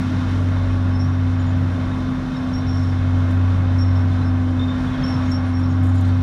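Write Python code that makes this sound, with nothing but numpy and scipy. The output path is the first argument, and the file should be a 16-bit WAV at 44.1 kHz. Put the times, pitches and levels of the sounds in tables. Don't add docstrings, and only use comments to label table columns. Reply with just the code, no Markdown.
import sys
import numpy as np
from scipy import signal
from scipy.fft import rfft, irfft, next_fast_len
from scipy.io import wavfile
from scipy.ndimage import uniform_filter1d

SR = 44100
rng = np.random.default_rng(int(sys.argv[2]) if len(sys.argv) > 2 else 0)


def wrap_up_sound(samples):
    columns = np.atleast_2d(samples).T
    tamed = np.clip(columns, -1, 1)
    steps = np.round(tamed * 32767).astype(np.int16)
    wavfile.write(sys.argv[1], SR, steps)


N = 274302


# t/s, f/Hz, lag/cycles
FIRING_CURVE = [(0, 94.4, 0.13), (.4, 94, .32), (1.0, 93.6, 0.49), (1.6, 93.6, 0.72), (2.0, 93.4, 0.89),
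                (2.35, 93.6, 1.0), (2.75, 93.6, 1.23), (3.2, 93.0, 1.41), (3.8, 93.4, 1.55),
                (4.5, 93.5, 1.76), (4.95, 93.6, 1.97), (5.2, 93.5, 2.17), (5.55, 93.2, 2.17),
                (5.85, 94.3, 2.42), (6.22, 94.8, 2.7)]
# multiple of the firing rate, level/dB, waver/dB
ENGINE_ORDERS = [(.5, -40.5, 4.5), (1.5, -37, 4), (2, -41.5, 1)]

def engine_drone(start_db=-22.5, second_engine_db=-3, nearing_db_per_s=0.3654):
    hz, lag = curves(FIRING_CURVE)
    phase = 2 * np.pi * (np.cumsum(hz) / SR + rng.random())
    db = start_db + nearing_db_per_s * np.arange(N) / SR + .6 * waver(12)
    second_engine = undb(second_engine_db) * np.sin(phase - 2 * np.pi * lag)
    out = undb(db) * np.sqrt(2) * (np.sin(phase) - second_engine)
    for k, order_db, waver_db in ENGINE_ORDERS:
        out += undb(order_db + waver_db * waver(5.07)) * tone(k * hz * (1 + .012 * waver(8)))
    return out


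# t/s, fundamental level/dB, overtone gain/dB
PUMP_CURVE = [(0, -25, -10), (.8, -28.5, -4), (1.3, -25.5, -1), (1.75, -27.5, -2), (2.25, -24, -1),
              (3.7, -27, 0.7), (4.7, -22.5, 0.2), (6.22, -24, 0.8)]
# harmonic number, level/dB before that gain
PUMP_HARMONICS = [(2, -55.5), (3, -49.5), (4, -53.5), (5, -54), (6, -52.5)]

def hydraulic_pump(piston_hz=256.14):
    db, overtone_db = curves(PUMP_CURVE)
    hz = piston_hz * (1 + 0.00162 * waver(14) + .0015 * waver(3))
    out = undb(db + 0.88 * waver(13)) * tone(hz)
    for k, harmonic_db in PUMP_HARMONICS:
        out += undb(harmonic_db + overtone_db + 2.0 * waver(10)) * tone(k * hz)
    return out


# f/Hz, relative level/dB
ROAR_SPECTRUM = [(18, -21), (30, -4), (60, -3), (80, -7), (150, -0.5), (240, -9), (320, -10), (355, -20),
                 (620, -16), (1700, -20.5), (2300, -32), (4000, -33), (6500, -44.5), (9500, -52),
                 (15500, -70.5)]
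# f/Hz, width/Hz, gain/dB
PEAKS_AND_DIPS = [(295, 26, 2.5), (411, 44, 3), (559, 13, 4), (586, 8.1, -6.5), (623, 34, 3), (742, 40, -4),
                  (930, 30, -0.5), (1186, 28, -6), (1128, 138, 5.5), (1336, 46, -8.5), (1380, 78, 6.5),
                  (2290, 46, 0.5), (2980, 47, -6), (3300, 61, 0.5), (3850, 80, -4.5), (4320, 150, -5),
                  (10500, 300, -4), (2160, 103, 8), (2536, 120, 6), (3063, 79, 7), (3585, 81, 9),
                  (3900, 200, 3), (4790, 220, -3.5), (5520, 300, 5), (6020, 140, 3.5), (8030, 990, -4.5),
                  (9660, 300, 3), (11000, 300, 0.5)]
# t/s, exhaust rumble gain/dB, block clatter gain/dB, sliding soil gain/dB
LOAD_CURVE = [(0, 2.5, 1.5, 2.5), (1.2, 0.5, -1, 0.5), (2, 4.5, -.5, 1.5), (2.5, 3, -1, 3),
              (3.4, 1.5, 0, 0), (4.5, 2.5, -1, 0.5), (5.1, 3, 2.5, 0), (5.7, 2, -1, -0.5), (6.22, 1, -2, 2)]

def machine_roar(base_db=-29):
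    size, hz = frequency_grid()
    corner_hz, corner_db = np.transpose(ROAR_SPECTRUM)
    db = np.interp(np.log(hz), np.log(corner_hz), corner_db, left=-60)
    db += sum(gain_db / peak_falloff(hz, f, width) for f, width, gain_db in PEAKS_AND_DIPS)
    spectrum = rfft(rng.standard_normal(size)) * undb(db)
    spectrum *= undb(base_db) / irfft(spectrum, size).std()
    rumble_db, clatter_db, soil_db = curves(LOAD_CURVE)
    crunch_db = 0.68 * waver(25)
    throb_db = 0.23 * tone(curves(FIRING_CURVE)[0] / 2)
    out = 0
    for centre_hz in 32 * 2. ** np.arange(10):
        octaves = np.clip(np.log2(hz / centre_hz), -1, 1)
        band = irfft(spectrum * np.cos(np.pi / 2 * octaves) ** 2, size)[:N]
        block_share = np.clip(np.log2(centre_hz / 300) / 2, 0, 1)
        soil_share = np.clip(np.log2(centre_hz / 1500) / 2, 0, 1)
        sway_db = (1 - block_share) * (rumble_db + 1.45 * waver(3.96))
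        sway_db += block_share * (clatter_db + throb_db + 0.74 * waver(14))
        sway_db += soil_share * (soil_db + crunch_db)
        out += undb(sway_db) * band
    return out


# t/s, duration/s, f/Hz, level/dB, rasp/dB relative to the tone
PIN_SQUEALS = [(0.934, .035, 5280, -54, -1), (0.996, .034, 5470, -38.5, -3.5), (1.038, 0.03, 5600, -50, -4),
               (2.364, .016, 5370, -47.5, -2), (2.531, .065, 5550, -41.5, -13), (2.673, .05, 5510, -48, 2),
               (2.728, .031, 5470, -41.5, -7), (2.767, .022, 5504, -41, -5), (2.798, 0.023, 5375, -49, -3),
               (2.825, .03, 5420, -49, -4), (2.875, 0.038, 5450, -56, -6), (3.787, 0.052, 5485, -36.5, -12),
               (3.857, .034, 5400, -52, -6), (3.956, 0.041, 5410, -49.5, -7),
               (4.255, 0.035, 5350, -51, -10), (4.595, 0.053, 3623, -37, -18),
               (4.684, .033, 3605, -40, -10), (4.72, 0.053, 3610, -49, -7), (4.872, .039, 3440, -50, -4),
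               (4.895, 0.051, 3850, -56, -6), (4.93, .08, 3400, -53, -4), (4.945, 0.023, 3250, -47, -3),
               (5.009, 0.036, 3250, -49, -3), (5.034, 0.038, 5420, -39, -11),
               (5.077, 0.045, 5480, -38.5, -11), (5.122, .04, 5345, -44, -2), (5.166, 0.073, 5470, -52, -3),
               (5.315, 0.047, 5470, -33, -13), (5.362, .03, 5535, -48, -8), (5.536, .065, 5525, -46, -10),
               (5.635, 0.033, 5440, -50, -2), (5.689, .05, 5450, -56, -7)]

def track_squeals(rise_hz_per_s=1200, rasp_width_hz=300, creak_db=-63.5, creak_s=.09):
    out, t = 0, np.arange(N) / SR
    stutter = undb(1.8 * waver(70))
    slips = shaped_noise(lambda hz: 1 / (1 + (2 * hz / rasp_width_hz) ** 4))
    creak = undb(creak_db + 2.5 * waver(30)) * (1 + .7 * slips)
    for start, length, mid_hz, db, rasp_db in PIN_SQUEALS:
        hz = mid_hz + rise_hz_per_s * (np.clip(t - start, 0, length) - length / 2)
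        pin = tone(hz)
        octave = undb(-72.5 + 0.66 * (db + 45.5)) * tone(2 * hz)
        rasp = 1 + undb(rasp_db) * slips
        out += gate(start, length, edge_s=.013) * (undb(db) * pin + octave) * rasp
        out += gate(start + length, creak_s, edge_s=.03) * creak * pin
    return stutter * out


# t/s, duration/s, f/Hz, level/dB
CHIRPS_AND_SQUEAKS = [(1.395, 0.028, 6900, -56), (1.461, .042, 6950, -59), (1.57, .04, 13700, -72),
                      (1.575, .2, 12750, -80), (2.026, .02, 14200, -73), (1.915, .02, 3710, -45),
                      (2.35, .021, 3750, -43.5), (3.308, .074, 13080, -71), (4.213, 0.018, 4000, -45),
                      (5.255, .031, 6470, -56), (5.29, .036, 6710, -53), (5.455, .062, 9500, -64),
                      (5.58, .025, 8740, -64), (5.699, 0.033, 6700, -58), (6.048, 0.018, 4150, -53),
                      (6.09, .015, 4500, -49)]

def chirps_and_squeaks():
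    flutter = 1 + .003 * waver(150)
    out = 0
    for start, length, hz, db in CHIRPS_AND_SQUEAKS:
        out += undb(db) * gate(start, length, edge_s=.006) * tone(hz * flutter)
    return out * undb(2.4 * waver(120))


# t/s, duration/s, level/dB, tilt/(dB per octave)
RATTLE_BURSTS = [(3.31, 0.012, -57, 3), (5.3, .03, -58, 0), (5.59, 0.031, -62, 1), (5.831, .03, -55, 0),
                 (5.865, 0.011, -51, -4), (5.892, .014, -51, -5), (5.944, 0.026, -51.5, -6.5),
                 (5.98, .012, -51, -7), (6.008, .012, -54, 0), (6.045, 0.021, -58, -4),
                 (6.075, .03, -61, 8), (6.168, .012, -60, 10)]
# f/Hz, width/Hz, relative level/dB
LINKAGE_MODES = [(6700, 200, -3.5), (7070, 200, 0), (8070, 200, 2), (8600, 200, -3), (10000, 250, -4.5),
                 (11400, 400, -9), (12300, 300, -16), (13300, 400, -15), (14300, 400, -14),
                 (15540, 400, -18)]

def linkage_rattles():
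    out, chatter = 0, undb(4.5 * waver(200))
    for start, length, db, tilt_db in RATTLE_BURSTS:
        modes = [(f, width, undb(mode_db + rng.normal(0, 3))) for f, width, mode_db in LINKAGE_MODES]

        def response(hz):
            peaks = sum(gain / peak_falloff(hz, f, width) for f, width, gain in modes)
            return undb(tilt_db * np.log2(hz / 8000)) * peaks

        out += undb(db) * gate(start, length, edge_s=.013) * shaped_noise(response)
    return chatter * out


def stone_pings(per_s=200, base_db=-67, low_hz=2500, high_hz=15000):
    t = np.arange(2048) / SR
    out = np.zeros(N + len(t))
    soil_db = curves(LOAD_CURVE)[2]
    for when, pitch, size, ring in rng.random((int(per_s * N / SR), 4)):
        i = int(when * N)
        hz = low_hz * (high_hz / low_hz) ** pitch
        db = base_db - 22 * pitch - 2 * np.log(1 - size) + 1.5 * soil_db[i]
        decay_s = 0.005 + 0.023 * ring
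        out[i:i + len(t)] += undb(db) * np.sin(2 * np.pi * hz * t) * np.exp(-t / decay_s)
    return out[:N]


def yard_echoes(x, t60_s=0.13, echo_db=-7):
    t = np.arange(SR // 2) / SR
    tail = rng.standard_normal(len(t)) * undb(-60 * t / t60_s) * (t > .006)
    return x + undb(echo_db) * signal.fftconvolve(x, tail / np.linalg.norm(tail))[:N]


def undb(db):
    return 10 ** (np.asarray(db) / 20)


def curves(table):
    times, *columns = np.transpose(table)
    return [np.interp(np.arange(N) / SR, times, column) for column in columns]


def waver(rate_hz):
    hold = int(SR / rate_hz)
    steps = np.repeat(rng.standard_normal(N // hold + 1), hold)
    smooth = uniform_filter1d(uniform_filter1d(steps, hold), hold)[:N]
    return smooth / smooth.std()


def gate(start, length, edge_s):
    t = np.arange(N) / SR - start
    sag = undb(-4 * np.clip(t / length, 0, 1))
    return np.clip(np.minimum(2 * t, length - t) / edge_s + .5, 0, 1) * sag


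def tone(hz):
    return np.sqrt(2) * np.sin(2 * np.pi * (np.cumsum(hz) / SR + rng.random()))


def peak_falloff(hz, centre, width):
    return 1 + (2 * (hz - centre) / width) ** 2


def frequency_grid():
    size = next_fast_len(N)
    return size, np.maximum(np.arange(size // 2 + 1) * SR / size, 1)


def shaped_noise(response):
    size, hz = frequency_grid()
    noise = irfft(rfft(rng.standard_normal(size)) * response(hz), size)[:N]
    return noise / noise.std()


def scene():
    machines = engine_drone() + hydraulic_pump() + machine_roar()
    bright = track_squeals() + chirps_and_squeaks() + stone_pings() + linkage_rattles()
    return (machines + yard_echoes(bright))[None, :]


def record(dry, cutoff_hz=15720):
    return signal.sosfilt(signal.ellip(16, .2, 60, cutoff_hz, fs=SR, output="sos"), dry)


dry = scene()
out = record(dry)
wrap_up_sound(out)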